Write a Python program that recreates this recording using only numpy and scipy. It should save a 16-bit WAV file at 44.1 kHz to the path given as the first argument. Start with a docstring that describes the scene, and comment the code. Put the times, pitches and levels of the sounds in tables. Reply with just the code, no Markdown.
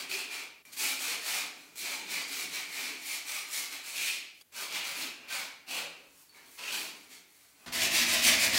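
"""Hand sanding of hollow concrete blocks and fresh render in a bare cement room. Each stroke speeds up and
slows down; grit catches on the rough face, rings the sanding block and makes the hollow wall drone. Open
cavities sing short notes, and the sanding block taps the wall. The echoing work is heard from one spot after
another over still air, the scene changing abruptly each time: at arm's length, from behind two workers, then
louder from the doorway."""
import sys
import numpy as np
from scipy import signal
from scipy.fft import rfft, irfft, next_fast_len
from scipy.io import wavfile
from scipy.ndimage import uniform_filter1d, map_coordinates

SR = 44100
rng = np.random.default_rng(int(sys.argv[2]) if len(sys.argv) > 2 else 0)


def transcribe(signal):
    """Save signal, clipped to [-1, 1], as a 16-bit WAV file at the path in sys.argv[1]."""
    frames = np.atleast_2d(signal).T
    limited = np.clip(frames, -1, 1)
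    pcm = np.round(limited * 32767).astype(np.int16)
    wavfile.write(sys.argv[1], SR, pcm)


N = 378378


def amp(db):
    """Turn decibels into a gain."""
    return 10 ** (np.asarray(db) / 20)


def unit(x):
    """Scale a sound to an average (rms) level of 1."""
    return x / np.sqrt(np.mean(x ** 2) + 1e-20)


def along(points, hz):
    """Read between (frequency, value) points on a log frequency axis."""
    f, values = np.transpose(points)
    return np.interp(np.log(hz + 1), np.log(f + 1), values)


def wobble(rate):
    """A smooth curve through `rate` random values a second."""
    return map_coordinates(rng.standard_normal(int(N * rate / SR) + 4), [np.arange(N) * rate / SR])


def filtered(x, response):
    """Multiply each frequency in x by response(frequency)."""
    size = next_fast_len(len(x) + SR // 2)
    return irfft(rfft(x, size) * response(np.fft.rfftfreq(size, 1 / SR)), size)[:len(x)]


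def resonances(modes, f):
    """How something that rings answers at f; modes are (pitch [Hz], width [Hz], level [dB])."""
    return sum((-1) ** k * amp(db) * 1j * f * width / (hz * hz - f * f + 1j * f * width)
               for k, (hz, width, db) in enumerate(modes))


def grit(grains_per_s, bump_db, spread_db=2, dust_db=1):
    """Sand grains of all sizes snap off over a hiss of dust, in clumps where the wall is bumpy."""
    grains = (rng.random(N) < grains_per_s / SR) * rng.standard_normal(N)
    grains *= amp(spread_db * np.minimum(rng.exponential(size=N), 4))
    bumps = amp(bump_db * (wobble(45) + wobble(260)))
    dust = amp(dust_db) * rng.standard_normal(N)
    return unit(bumps * (unit(grains) + dust))


# Tone colour of the scrape from each listening spot: (frequency [Hz], level [dB])
CLOSE = [(40, -50), (150, -51), (380, -20), (560, -8.5), (850, -4.5), (1000, -6), (1220, -4), (1550, -4),
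         (2000, -0.5), (3300, 1), (5500, 1), (8000, 0), (12000, -5), (15700, -6.5)]
BEHIND = [(40, -48), (120, -18), (200, -10), (350, -28), (480, -5), (790, -2.5), (950, -1.5), (1350, -1),
          (3200, 2.5), (3800, 2), (6400, 1), (8000, -0.5), (12000, -5), (15700, -6)]
DOORWAY = [(150, -26), (470, -8), (660, -2), (780, -5.5), (1000, -1.5), (1350, -4.5), (1850, 6), (2050, 8),
           (3400, 6.5), (4800, 6), (7000, 3.5), (10000, -1), (15700, -5.5)]


def scrape(sand, colour, hiss_db, rasp_db, rings, patchy_db=1.42):
    """Grit rings the sanding block; light strokes hiss, while edges and lumps rasp."""
    coloured = filtered(sand, lambda f: amp(along(colour, f)))
    hz, age, spectrum = signal.stft(coloured, SR, nperseg=512)
    f = hz[:, None]
    for centre, width, db in rings:
        spectrum = spectrum * (1 + (amp(db) - 1) * resonances([(centre, width, 0)], f))
    level = np.std(signal.istft(spectrum, nperseg=512)[1])
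    hiss_now_db = np.interp(age, np.arange(len(sand)) / SR, hiss_db)
    treble_db = hiss_now_db * along([(2800, 0.077), (5000, 0.56), (10000, 1.13), (15500, 1.2)], f)
    low_db = rasp_db * along([(1300, 0.93), (2200, 0.011)], f)
    # the colour shifts from patch to patch of wall
    patches = uniform_filter1d(rng.standard_normal(spectrum.shape), size=4, axis=0)
    patches = unit(uniform_filter1d(patches, size=5, axis=1))
    spectrum = spectrum * amp(treble_db + low_db + patchy_db * patches) / level
    return signal.istft(spectrum, nperseg=512)[1][:len(sand)]


# Ringing of the air inside the hollow wall: (pitch [Hz], width [Hz], level [dB])
CELLS = [(70, 20, -27), (171, 22, -8.5), (280.5, 34, 0), (416, 74, -5)]
DEEP_CELLS = [(59.4, 41, -8), (237, 38, 0.5), (352, 60, -6.5)]


def wall_drone(judder, cavities, low_cut_hz=33):
    """The juddering sanding block shakes the air in the hollow wall."""
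    return unit(filtered(judder, lambda f: resonances(cavities, f) * f ** 4 / (f ** 4 + low_cut_hz ** 4)))


# One pass of the hand per row: (start [s], speeding up [s], slowing down [s], scrape level [dB],
# extra hiss [dB], extra rasp [dB], drone level [dB], block pitch [Hz], extra ring from a loose grip [dB])
STROKES = [(-0.045, 0.028, .11, -35.5, -2, 4.5, -54, 2390, 0),
           (0.077, 0.059, .16, -32, -1.5, 1, -57, 2490, 2),
           (0.269, .085, .15, -37, -2.5, 4, -60, 2400, 1.5),
           (0.64, 0.044, .09, -56.5, 4, 10.5, -65, 2350, -3),
           (0.715, .02, 0.073, -47, 4.5, -6, -77, 2400, -5),
           (0.762, 0.017, 0.13, -37, 6, -6, -69, 2400, -1.5),
           (0.77, .12, 0.095, -32.5, 4, 3, -55.5, 2350, 0), (0.972, 0.073, .18, -31, 1.5, 2, -56, 2420, -2),
           (1.194, .13, 0.17, -31, 1.5, 3.5, -58, 2350, -1.5),
           (1.465, 0.13, 0.26, -57, 3, 8, -65.5, 2430, 0),
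           (1.75, .045, 0.062, -40.5, 6, -8, -78, 2270, 0.5),
           (1.786, 0.096, 0.19, -34, -1, 1, -55, 2270, -1.5),
           (2.036, 0.13, .1, -31, -2.5, 1, -55, 2310, -2), (2.245, 0.14, .12, -34, 1.5, 0, -53.5, 2290, -1),
           (2.481, 0.074, 0.14, -34.5, -1, 1, -59, 2280, -1.5),
           (2.661, 0.12, 0.25, -35.5, 0, 2.5, -58, 2310, 1),
           (2.965, 0.16, 0.093, -36, 3.5, -1.5, -61, 2280, 0.5),
           (3.23, .1, .149, -35, 2.5, 2.5, -61.5, 2370, 0.5),
           (3.452, 0.12, .13, -36, 5, 0.5, -61.5, 2200, -2.5),
           (3.688, 0.047, 0.094, -38.5, -0.5, 2, -63, 2250, -0.5),
           (3.8, .1, 0.14, -39.5, 3, 3, -66, 2400, 1), (3.94, .095, 0.18, -29.5, 0, -6.5, -62.5, 2440, 0.5),
           (4.3, 0.15, .03, -63, 8, 1, -74, 2390, 0), (4.512, .11, .06, -35.5, 2.5, 3.5, -60, 2320, -1),
           (4.68, .088, 0.062, -30, -2.5, -1, -57, 2450, 2),
           (4.818, 0.057, 0.094, -34.5, 1, 1.5, -67, 2360, 1),
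           (4.935, 0.046, 0.15, -35.5, 2, 0.5, -54.5, 2550, -0.5),
           (5.13, .1, 0.095, -54, -6, 12, -70, 2600, 4), (5.27, 0.023, .06, -38.5, -6, -8, -72, 2400, 6),
           (5.272, 0.086, 0.14, -36, 2, 3.5, -64, 2250, -1),
           (5.66, 0.096, 0.095, -32, 0.5, 2, -55.5, 2630, 2.5),
           (5.88, 0.072, 0.13, -59, -5, -3, -68.5, 2600, 7),
           (5.95, .16, 0.18, -70.5, 11, 14.5, -84, 2310, 0), (6.106, 0.12, .075, -70, 16, 2, -84, 2590, -2),
           (6.3, 0.066, 0.15, -55.5, 2, 9, -66.5, 2170, 0.5), (6.421, .13, .051, -62, 14, 3, -86, 2300, 3),
           (6.568, .028, 0.051, -39, -2, 5, -65, 2560, 1.5),
           (6.609, .068, 0.1, -33, -3, -1.5, -57, 2650, 1.5), (6.705, .04, 0.2, -38, 5, 2, -57, 2400, 0),
           (6.89, .11, .18, -59.5, 7, 6, -69, 2230, 2),
           (7.086, 0.033, 0.098, -50.5, 4, -0.5, -69, 2180, -0.5),
           (7.192, .22, 0.22, -64.5, 10.5, 6, -80, 2250, 2),
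           (7.538, .12, 0.094, -61.5, 12, 20, -68, 2540, 10),
           (7.655, 0.011, 0.058, -41, -4, 11.5, -44.5, 2310, -6),
           (7.718, 0.029, 0.07, -27.5, 1, 4, -47, 2700, -1),
           (7.777, 0.061, 0.066, -24, -.5, 2, -44.5, 2600, 0),
           (7.892, 0.08, 0.105, -22.5, .5, 0, -43, 2400, 0),
           (8.044, 0.084, 0.12, -24.5, 1.5, 2, -44.5, 2510, 2),
           (8.214, 0.041, 0.052, -22, 3, -2, -55, 2590, 0),
           (8.252, 0.059, .065, -20.5, 0, 2.5, -41, 2270, 2.5),
           (8.365, 0.068, .09, -25.5, 2.5, 3.5, -45, 2480, 1),
           (8.497, 0.094, .08, -21.5, -1, 2, -40.5, 2180, -1)]


def sanding(t, span, sand, wall, colour, ring_db, width_hz, upper_hz, upper_db, upper_width_hz=380):
    """The hand speeds up and slows down on each stroke; its speed sets the scrape, hiss and drone."""
    slow_dull_db, bite_db = 3, 1.5  # less hiss as the hand slows, more where the stroke bites in
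    scrape_power, drone_power = 1.28, 0.69  # how steeply each grows with speed
    out = np.zeros(len(t))
    for start, rise, fall, scrape_db, hiss_db, rasp_db, wall_db, ring_hz, loose_db in STROKES:
        if not span[0] <= start + (rise + fall) / 2 < span[1]:
            continue
        on = (t > start) & (t < start + rise + fall)
        travel = np.interp(t[on], [start, start + rise, start + rise + fall], [0, .5, 1])
        speed = np.abs(np.sin(np.pi * travel))
        bright_db = hiss_db - slow_dull_db * (1 - speed) + bite_db * (1 - 2 * travel)
        rings = [(ring_hz, width_hz, ring_db + loose_db), (upper_hz, upper_width_hz, upper_db)]
        scraping = scrape(sand[on], colour, bright_db, rasp_db, rings)
        out[on] += amp(scrape_db) * speed ** scrape_power * scraping
        out[on] += amp(wall_db) * speed ** drone_power * wall[on]
    return out


# How long the room rings: (frequency [Hz], time to fade by 60 dB [s])
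ECHO_TIMES = [(200, 1), (1000, 0.64), (2500, 0.62), (5000, 0.55), (10000, 0.4), (16000, 0.3)]


def room_echo(x, echo_db, treble_db=-5.0, patterns=16, renew_s=.045):
    """Bare walls echo, the treble dying first; the pattern changes as the hand moves along the wall."""
    hz, age, noise = signal.stft(rng.standard_normal((patterns, SR // 2)), SR, nperseg=256)
    decay = amp(-60 * age / along(ECHO_TIMES, hz)[:, None])
    decay /= np.linalg.norm(decay, axis=1, keepdims=True)
    decay *= amp(along([(2500, 0), (10000, treble_db)], hz))[:, None]
    tails = signal.istft(noise * decay, nperseg=256)[1] / np.sqrt(128)
    echoes, t = np.zeros(len(x) + SR), np.arange(len(x)) / SR
    for k, centre in enumerate(np.arange(0, t[-1], renew_s)):
        first, last = np.searchsorted(t, [centre - renew_s, centre + renew_s])
        piece = x[first:last] * np.cos(np.pi / 2 * (t[first:last] - centre) / renew_s)
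        echo = signal.fftconvolve(piece, tails[k % patterns])
        echoes[first + SR // 250:][:len(echo)] += echo  # arrives 4 ms later
    share = amp(echo_db + 3.5)
    return (x + share * echoes[:len(x)]) / np.sqrt(1 + share ** 2)


# Tone colour of the still air: (frequency [Hz], relative level [dB])
AIR_COLOUR = [(20, -32), (35, -12), (55, 2), (100, -0.5), (350, -3.5), (1000, -8), (2500, -5), (7000, -10),
              (15700, -6.5)]


def still_air(level_db=-67):
    """The air in the room makes a faint, steady hush."""
    return amp(level_db) * unit(filtered(rng.standard_normal(N), lambda f: amp(along(AIR_COLOUR, f))))


# Notes from open cavities: (loudest moment [s], half length [s], pitch [Hz], level [dB])
CAVITY_NOTES = [(0.146, 0.089, 397, -51.5), (0.85, 0.13, 857, -54), (1.15, 0.23, 477, -57),
                (1.934, .1, 880, -52.5), (2.03, .17, 270, -55.5), (3.369, 0.068, 1210, -51),
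                (3.578, 0.096, 1210, -58), (5.019, .12, 272, -58), (5.749, .11, 757, -51.5),
                (5.778, .11, 541, -50), (6.608, .06, 1010, -56), (7.855, 0.21, 662, -49),
                (8.147, .15, 666, -44.5), (8.351, .19, 645, -41)]


def cavity_notes(width_hz=80):
    """Rubbing across the mouth of an open cavity draws a short hollow note from it."""
    out, t = np.zeros(N), np.arange(N) / SR
    for middle, half_length, hz, db in CAVITY_NOTES:
        near = np.abs(t - middle) < half_length
        b, a = signal.iirpeak(hz, hz / width_hz, SR)
        note = signal.lfilter(b, a, signal.lfilter(b, a, rng.standard_normal(SR)))[-near.sum():]
        swell = np.cos(np.pi / 2 * (t[near] - middle) / half_length) ** 2
        out[near] += amp(db) * unit(note) * swell
    return out


# The sanding block touches the wall: (time [s], relative crunch [dB], ring pitch [Hz], ring level [dB])
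TAPS = [(0.652, -38.5, 2350, -45), (0.765, -38, 2420, -51), (0.771, -27, 2380, -50),
        (1.735, -46, 2400, -55), (1.757, -32, 2420, -53), (1.769, -41, 2350, -52), (4.411, -40, 3380, -47),
        (4.413, -44, 4720, -45), (6.294, -48.5, 4460, -47), (6.347, -50, 2250, -44),
        (6.587, -35, 2600, -46), (7.663, -49, 2420, -49), (7.727, -26, 2450, -42)]


def taps(crunch_fade_s=0.044, ring_fade_s=0.042):
    """Each touch makes a short crunch and rings the sanding block or a loose chip."""
    crunches, rings, t = np.zeros(N + SR), np.zeros(N + SR), np.arange(SR // 10) / SR
    for start, crunch_db, hz, ring_db in TAPS:
        at = round(start * SR)
        crunches[at:][:len(t)] += amp(crunch_db - 7 - 60 * t / crunch_fade_s) * rng.standard_normal(len(t))
        rings[at:][:len(t)] += amp(ring_db - 60 * t / ring_fade_s) * np.sin(2 * np.pi * hz * t)
    thin = lambda f: 1j * f / (500 + 1j * f)  # so small a contact gives off little bass
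    block_modes = [(2400, 330, -9), (4400, 900, -19)]
    return rings[:N] + filtered(crunches[:N], lambda f: thin(f) + resonances(block_modes, f))


# Scenes, each heard from its own spot: (start [s], end [s])
SCENE_TIMES = [(0, .632), (.651, 4.434), (4.44, 7.665), (7.659, 8.62)]
# How each scene sounds: (scrape colour [table], cavities [table], block ring boost [dB], ring width [Hz], #
# upper ring pitch [Hz], upper ring boost [dB], relative echo [dB])
SCENE_SOUNDS = [(CLOSE, CELLS, 13.2, 170, 4450, 4.8, -4.4), (CLOSE, CELLS, 11.4, 230, 4240, 4.5, 0),
                (BEHIND, CELLS, 9.4, 304, 4360, 4.5, 1), (DOORWAY, DEEP_CELLS, 2.7, 370, 4600, 2.1, -1.5)]


def scene(fade_in_s=.001, fade_out_s=.012):
    """Each scene of sanding, heard from its own spot, fills the room with echo; the scene changes abruptly from
    one to the next, over still air."""
    t = np.arange(N) / SR
    taps_and_notes = taps() + cavity_notes()
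    pressure = amp(0.5 * wobble(rate=28))  # the hand presses unevenly
    sand = pressure * grit(grains_per_s=6000, bump_db=1.08)
    judder = pressure * grit(grains_per_s=900, bump_db=2.0)
    out = still_air()
    for (start, end), (colour, cavities, *block_rings, echo_db) in zip(SCENE_TIMES, SCENE_SOUNDS):
        now = (t >= start) & (t < end)
        wall = wall_drone(judder[now], cavities)
        strokes = sanding(t[now], (start, end), sand[now], wall, colour, *block_rings)
        fade_in = np.minimum((t[now] - start) / fade_in_s, 1)
        fade_out = np.minimum((end - t[now]) / fade_out_s, 1) ** 2
        out[now] += fade_in * fade_out * room_echo(strokes + taps_and_notes[now], echo_db)
    return out[None]


def record(dry, top_hz=15800):
    """The microphone keeps nothing above its highest frequency."""
    return filtered(dry[0], lambda hz: hz < top_hz)[None]


dry = scene()
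out = record(dry)
transcribe(out)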